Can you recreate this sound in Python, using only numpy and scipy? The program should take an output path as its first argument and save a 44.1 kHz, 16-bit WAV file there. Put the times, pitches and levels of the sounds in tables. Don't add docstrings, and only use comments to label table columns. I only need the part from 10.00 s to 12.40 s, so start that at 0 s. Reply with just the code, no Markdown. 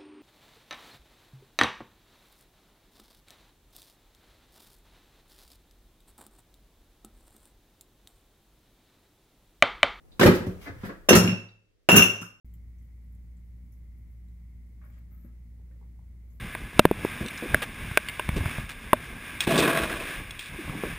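import sys
import numpy as np
from scipy import signal
from scipy.fft import rfft, irfft, next_fast_len
from scipy.io import wavfile

SR = 44100
rng = np.random.default_rng(int(sys.argv[2]) if len(sys.argv) > 2 else 0)


def inscribe(sig):
    pcm = np.round(np.clip(np.atleast_2d(sig).T, -1, 1) * 32767)
    wavfile.write(sys.argv[1], SR, pcm.astype(np.int16))


N = 105840
EVENT_SAMPLES = 32768
T = np.arange(EVENT_SAMPLES) / SR
HZ = np.fft.rfftfreq(EVENT_SAMPLES, 1 / SR)


def amp(db):
    return 10 ** (np.asarray(db) / 20)


def fade(t60_s, t=T):
    return np.exp(-np.log(1000) * t / np.maximum(t60_s, 1e-3))


def curve_at(points, hz):
    freqs, values = np.transpose(points)
    return np.interp(np.log(hz + 1), np.log(freqs + 1), values)


def add(out, start_s, sound):
    i = max(round(start_s * SR), 0)
    out[:, i:i + EVENT_SAMPLES] += sound[:, :max(N - i, 0)]


def colour(points):
    cepstrum = irfft(np.log(amp(curve_at(points, HZ))))
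    cepstrum[1:EVENT_SAMPLES // 2] *= 2
    cepstrum[EVENT_SAMPLES // 2 + 1:] = 0
    return np.exp(rfft(cepstrum))


# freq_hz, t60_s
KITCHEN_DECAY = [(100, 0.31), (700, 0.46), (2500, 0.45), (6000, 0.41), (11000, 0.34), (16000, .28)]
# freq_hz, correlation
KITCHEN_LIKENESS = [(100, 0.93), (250, 0.89), (500, 0.73), (1000, 0.25), (2000, -0.14), (8000, -0.038)]
# freq_hz, gain_db
MIC_LOW_CUT = [(10, -45.5), (30, -28), (50, -9), (70, -8.5), (100, 4)]
BIN_ECHO_DB, BIN_ECHO_T60_S, LEFT_LEAD_S = 5, 0.098, 0.00009
BASS_DIRECT_GAIN, GLASS_DIRECT_GAIN = 1.1, 0.48


def path_to_mic(direct_gain=0.19):
    hz, t, spectra = signal.stft(rng.standard_normal((2, EVENT_SAMPLES)), SR, nperseg=256)
    decay = fade(curve_at(KITCHEN_DECAY, hz)[:, None], t) + amp(BIN_ECHO_DB) * fade(BIN_ECHO_T60_S, t)
    spread = np.arccos(np.clip(curve_at(KITCHEN_LIKENESS, hz), -1, 1))[:, None] / 2
    spectra = spectra * decay * [np.cos(spread), np.sin(spread)]
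    mid, side = signal.istft(spectra, SR, nperseg=256)[1][:, :EVENT_SAMPLES]
    tail = np.array([mid + side, mid - side])
    arrival = np.exp(-2j * np.pi * HZ * np.array([[0], [LEFT_LEAD_S]]))
    return (rfft(tail / np.linalg.norm(tail[0])) + direct_gain * arrival) * colour(MIC_LOW_CUT)


def at_mic(sound, path):
    arrived = irfft(rfft(sound) * path)
    return arrived / np.sqrt(np.sum(arrived ** 2) / (2 * 0.04 * SR) + 1e-20)


def ring(modes, path, tilt_db_per_octave=0, twin_gain=0):
    pitches_hz, levels_db, t60s = np.transpose(modes)
    tilt_db = tilt_db_per_octave * np.log2(pitches_hz / pitches_hz[0])
    scatter_db = rng.standard_normal(len(modes))
    gains = amp(levels_db + tilt_db + scatter_db)
    twins_hz = pitches_hz * (1 + 0.0078 * rng.standard_normal(len(modes)))
    out = 0
    for gain, hz, twin_hz, t60_s in zip(gains / np.linalg.norm(gains), pitches_hz, twins_hz, t60s):
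        tone = np.sin(2 * np.pi * hz * T) + twin_gain * np.sin(2 * np.pi * twin_hz * T)
        out += gain * at_mic(tone * fade(t60_s), path)
    return out


def burst(spectrum, path, t60_s):
    return at_mic(rng.standard_normal(EVENT_SAMPLES) * fade(t60_s), colour(spectrum) * path)


def steady_noise(spectrum, width=0.94):
    gains = amp(curve_at(spectrum, np.fft.rfftfreq(N, 1 / SR)))
    mid, side = irfft(rfft(rng.standard_normal((2, N))) * gains, N)
    pair = np.array([mid + width * side, mid - width * side])
    return pair / pair.std()


def rustle(strokes, spectrum, spiky_db, snaps_per_s=2900):
    out = np.zeros((2, N))
    for start_s, rise_s, t60_s, level_db, tilt in strokes:
        snapping = rng.random(EVENT_SAMPLES) < snaps_per_s / SR
        snaps = snapping * rng.standard_normal(EVENT_SAMPLES)
        snaps *= amp(spiky_db * rng.standard_normal(EVENT_SAMPLES))
        swell = np.minimum(T / max(rise_s, 1e-4), 1) * fade(t60_s, np.maximum(T - rise_s, 0))
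        tilted = [(hz, db + tilt * np.log2(hz / spectrum[0][0])) for hz, db in spectrum]
        add(out, start_s, amp(level_db) * at_mic(snaps * swell, colour(tilted) * path_to_mic()))
    return out


# freq_hz, relative_db
ROOM_TONE_SPECTRUM = [(10, -26.5), (35, 5), (100, -9), (200, -15), (360, -7), (520, -10.5), (800, -27),
                      (2000, -21.5), (6000, -27.5), (16000, -45)]
# freq_hz, relative_db
RUMBLE_SPECTRUM = [(10, -25), (30, 8), (100, -8), (200, -11.5), (450, -14), (900, -25), (4000, -37.5)]
# time_s, level_db
RUMBLE_LEVELS = [(0, -57.5), (.5, -47), (.8, -51), (1.05, -54.5), (1.601, -75), (2.4, -69.5)]
ROOM_TONE_DB = -74


def room_tone():
    tone = amp(ROOM_TONE_DB) * steady_noise(ROOM_TONE_SPECTRUM)
    rumble_db = np.interp(np.arange(N) / SR, *np.transpose(RUMBLE_LEVELS))
    return tone + amp(rumble_db) * steady_noise(RUMBLE_SPECTRUM)


# start_s, level_db
FINGER_TICKS = [(0.117, -64), (1.485, -67.5)]
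# pitch_hz, relative_db, t60_s
TOUCH_MODES = [(3743, -3.5, .035), (4000, -7, .03), (4570, -9, .035)]


def finger_ticks():
    out = np.zeros((2, N))
    for start_s, level_db in FINGER_TICKS:
        add(out, start_s, amp(level_db) * ring(TOUCH_MODES, path_to_mic()))
    return out


# start_s, bottom_db, wall_db, slap_db
BIN_BLOWS = [(0.195, -32, -30, -28.5), (.211, -30, -19.5, -21), (.231, -27, -16, -23.5),
             (.259, -27.5, -17, -31.5), (.277, -16.5, -21, -26), (0.311, -24.5, -32, -32),
             (0.404, -36.5, -53, -71), (.468, -31.5, -37, -63), (0.488, -43.5, -52.5, -58),
             (.836, -35.5, -52.5, -62), (1.087, -51, -27, -20), (1.107, -30, -15.5, -22),
             (1.129, -24.5, -16, -19.5), (1.152, -18, -36.5, -21), (1.171, -15, -37.5, -29),
             (1.243, -24, -31.5, -40), (1.284, -24.5, -39.5, -39.5), (1.327, -32.5, -46, -47),
             (1.888, -28.5, -28, -24), (1.927, -19, -28.5, -27.5), (1.943, -20, -25, -25.5),
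             (1.96, -42, -41.5, -24), (1.972, -18, -26, -25.5), (1.992, -23, -33, -23),
             (2.217, -44, -56.5, -45)]
# pitch_hz, relative_db, t60_s
BOTTOM_MODES = [(125.3, -10, 0.09), (180.9, 4.5, 0.15), (212, -2.5, .11)]
WALL_MODES = [(263, 1.5, 0.026), (309, -8, 0.17), (364.7, 5.5, 0.12), (394.2, 2, 0.074),
              (477.3, -1.5, 0.05), (500.8, -9.5, 0.08), (545, -8.5, 0.42)]
# freq_hz, relative_db
SLAP_SPECTRUM = [(20, -48.5), (80, -17), (200, -6), (550, 2), (750, -0.5), (1600, 5), (2300, -7),
                 (3400, -7), (5000, -16.5), (8500, -24), (15000, -31)]
FIRM_SLAP_DB, DULL_ABOVE_HZ = -20, 1300


def bin_thuds():
    out = np.zeros((2, N))
    for start_s, bottom_db, wall_db, slap_db in BIN_BLOWS:
        path = path_to_mic()
        tilt = 0.28 * min(slap_db - FIRM_SLAP_DB, 0)
        slap = [(hz, db + tilt * np.log2(max(hz / DULL_ABOVE_HZ, 1))) for hz, db in SLAP_SPECTRUM]
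        add(out, start_s, amp(bottom_db) * ring(BOTTOM_MODES, path_to_mic(BASS_DIRECT_GAIN)))
        add(out, start_s, amp(wall_db) * ring(WALL_MODES, path))
        add(out, start_s, amp(slap_db) * burst(slap, path, t60_s=0.016))
    return out


# start_s, rise_s, t60_s, level_db, tilt_db_per_octave
PAPER_CRUNCHES = [(.195, 0.00034, .06, -29, 1), (.205, 0.028, .15, -25, 1), (.257, 0.0035, 0.045, -21.5, 0),
                  (.335, 0.016, .05, -40, 3), (.462, 0.0028, .035, -51.5, 2.5), (.58, 0.068, .11, -49.5, 1),
                  (.74, 0.081, .12, -55, 0.5), (.83, .03, .06, -50.5, 3), (1.235, 0.033, .05, -41, -1),
                  (2.10, 0.0099, .069, -47, -9)]
# freq_hz, relative_db
PAPER_SPECTRUM = [(200, -4.5), (800, 7), (2000, 8), (3000, 1.5), (4300, -2), (6000, -7), (9000, -12),
                  (13000, -7.5), (16000, -15)]


def paper_bag():
    return rustle(PAPER_CRUNCHES, PAPER_SPECTRUM, spiky_db=4.5)


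# start_s, level_db
FLOOR_BUMPS = [(.2, -40), (0.257, -21.5), (0.473, -36.5), (0.547, -49), (.698, -44.5), (.765, -47.5),
               (1.128, -35), (1.166, -29.5), (1.932, -34), (1.972, -31.5)]
# pitch_hz, relative_db, t60_s
ROCKING_MODES = [(68, -6, .09), (84.2, 1.5, 0.25), (97, -3.5, .11)]


def bin_rocking():
    out = np.zeros((2, N))
    for start_s, level_db in FLOOR_BUMPS:
        add(out, start_s, amp(level_db) * ring(ROCKING_MODES, path_to_mic(BASS_DIRECT_GAIN)))
    return out


# start_s, rise_s, t60_s, level_db, tilt_db_per_octave
SLEEVE_BRUSHES = [(.65, 0.029, 0.043, -38, 0), (.825, 0.012, 0.19, -40, -1), (.88, 0.014, 0.097, -39, -1.5)]
# freq_hz, relative_db
CLOTH_SPECTRUM = [(60, -8.5), (240, -1.5), (400, 2.5), (800, -9), (1700, -2), (2600, -16.5), (5000, -25.5),
                  (15000, -52.5)]


def sleeve():
    return rustle(SLEEVE_BRUSHES, CLOTH_SPECTRUM, spiky_db=0.5)


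# start_s, level_db
BASE_LANDINGS = [(1.090, -27), (1.889, -19)]
# freq_hz, relative_db
CLUNK_SPECTRUM = [(60, -30), (250, -4), (520, 6), (900, 5), (1700, 0), (3300, -19.5), (6000, -40),
                  (15000, -51)]


def base_clunks():
    out = np.zeros((2, N))
    push = signal.unit_impulse(EVENT_SAMPLES)
    for start_s, level_db in BASE_LANDINGS:
        add(out, start_s, amp(level_db) * at_mic(push, colour(CLUNK_SPECTRUM) * path_to_mic()))
    return out


# start_s, first_db, second_db, third_db, tilt_db_per_octave
GLASS_CONTACTS = [(1.091, -29, -17, -104, 1.5), (1.153, -22.5, -24.5, -90, 5), (1.187, -44, -33.5, -90, -4),
                  (1.276, -33.5, -31.5, -90, -12), (1.301, -45, -37, -90, -26),
                  (1.889, -31.5, -32.5, -18.5, -2.5), (1.915, -44, -68, -17, -2),
                  (1.958, -55.5, -36, -19.5, 0), (1.964, -44, -17.5, -22.5, 7),
                  (1.978, -22, -31, -15.5, -6.5), (2.022, -42, -49, -16.5, -4),
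                  (2.215, -49.5, -49.5, -63, 1.5)]
# pitch_hz, relative_db, t60_s
FIRST_BOTTLE = [(2611, -7, .2), (2690, 1.5, .38), (5356, -2, .3), (5556, -6, .28), (6961, -14, .24),
                (9604, -7, .13), (2815, -6, .2), (6550, -12, .15), (7510, -13, .18), (9378, -11, .15),
                (11390, -11, .15), (13350, -16, .14), (14600, -18, .1), (15340, -16, .12)]
SECOND_BOTTLE = [(2756, 5, .14), (5556, -3, .15), (6202, -2, .14), (6330, -3, .07), (7483, -8, .14),
                 (2812, -5, .08), (3330, -11, .025), (3730, -11, .019), (4350, -15, .025), (7340, -14, .08),
                 (10350, -7, .04), (11650, -13, .06), (12040, -13, .08), (13100, -10, .037),
                 (14400, -15, .04)]
THIRD_BOTTLE = [(2751, 14, .19), (2810, 0, .18), (2896, -3, .24), (5748, 2, .18), (7020, -3, .12),
                (7219, -3, .14), (2690, -2, .1), (9500, -5, .06), (10050, -4, .05), (10720, 1, .08),
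                (11140, -2, .08), (12900, -3, .05), (13350, -3, .06), (14800, -3, .05), (15350, -3, .05)]
# freq_hz, relative_db
CLICK_SPECTRUM = [(500, -22.5), (2000, -3), (2800, 3), (3900, -10), (5000, -17), (6200, 5.5), (7400, -1),
                  (8300, -26.5), (9600, -0.5), (15500, -8.5)]
SILENT_DB, TWIN_DB, CLICK_RELATIVE_DB = -70, -0.5, -17


def glass_clinks():
    out = np.zeros((2, N))
    corner_hz = FIRST_BOTTLE[0][0]
    for start_s, *levels_db, tilt in GLASS_CONTACTS:
        path = path_to_mic(GLASS_DIRECT_GAIN)
        for level_db, modes in zip(levels_db, (FIRST_BOTTLE, SECOND_BOTTLE, THIRD_BOTTLE)):
            if level_db > SILENT_DB:
                add(out, start_s, amp(level_db) * ring(modes, path, tilt, twin_gain=amp(TWIN_DB)))
        click_tilt = min(tilt, 0) / 2
        click = [(hz, db + click_tilt * np.log2(max(hz / corner_hz, 1))) for hz, db in CLICK_SPECTRUM]
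        add(out, start_s, amp(max(levels_db) + CLICK_RELATIVE_DB) * burst(click, path, t60_s=0.015))
    return out


# start_s, pitch_hz, level_db, t60_s
AIR_HUMS = [(1.164, 106.7, -16.5, 0.56), (1.948, 106.4, -23.5, .62)]
HUM_RISE_T60_S = 0.27


def bottle_air():
    out = np.zeros((2, N))
    for start_s, pitch_hz, level_db, t60_s in AIR_HUMS:
        swell = fade(t60_s) - fade(HUM_RISE_T60_S)
        hum = np.sin(2 * np.pi * pitch_hz * T) * swell
        add(out, start_s, amp(level_db) * np.tile(hum, (2, 1)))
    return out


def scene():
    rustles = paper_bag() + sleeve()
    plastic = bin_thuds() + bin_rocking()
    bottles = base_clunks() + glass_clinks() + bottle_air() + finger_ticks()
    return rustles + plastic + bottles + room_tone()


def record(dry):
    rounded = dry / (1 + np.abs(dry) ** 6) ** (1 / 6)
    size = next_fast_len(N + EVENT_SAMPLES)
    band_limit_hz = 16000
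    low_pass = 1 / (1 + (np.fft.rfftfreq(size, 1 / SR) / band_limit_hz) ** 200)
    return irfft(rfft(rounded, size) * low_pass, size)[:, :N]


dry = scene()
out = record(dry)
inscribe(out)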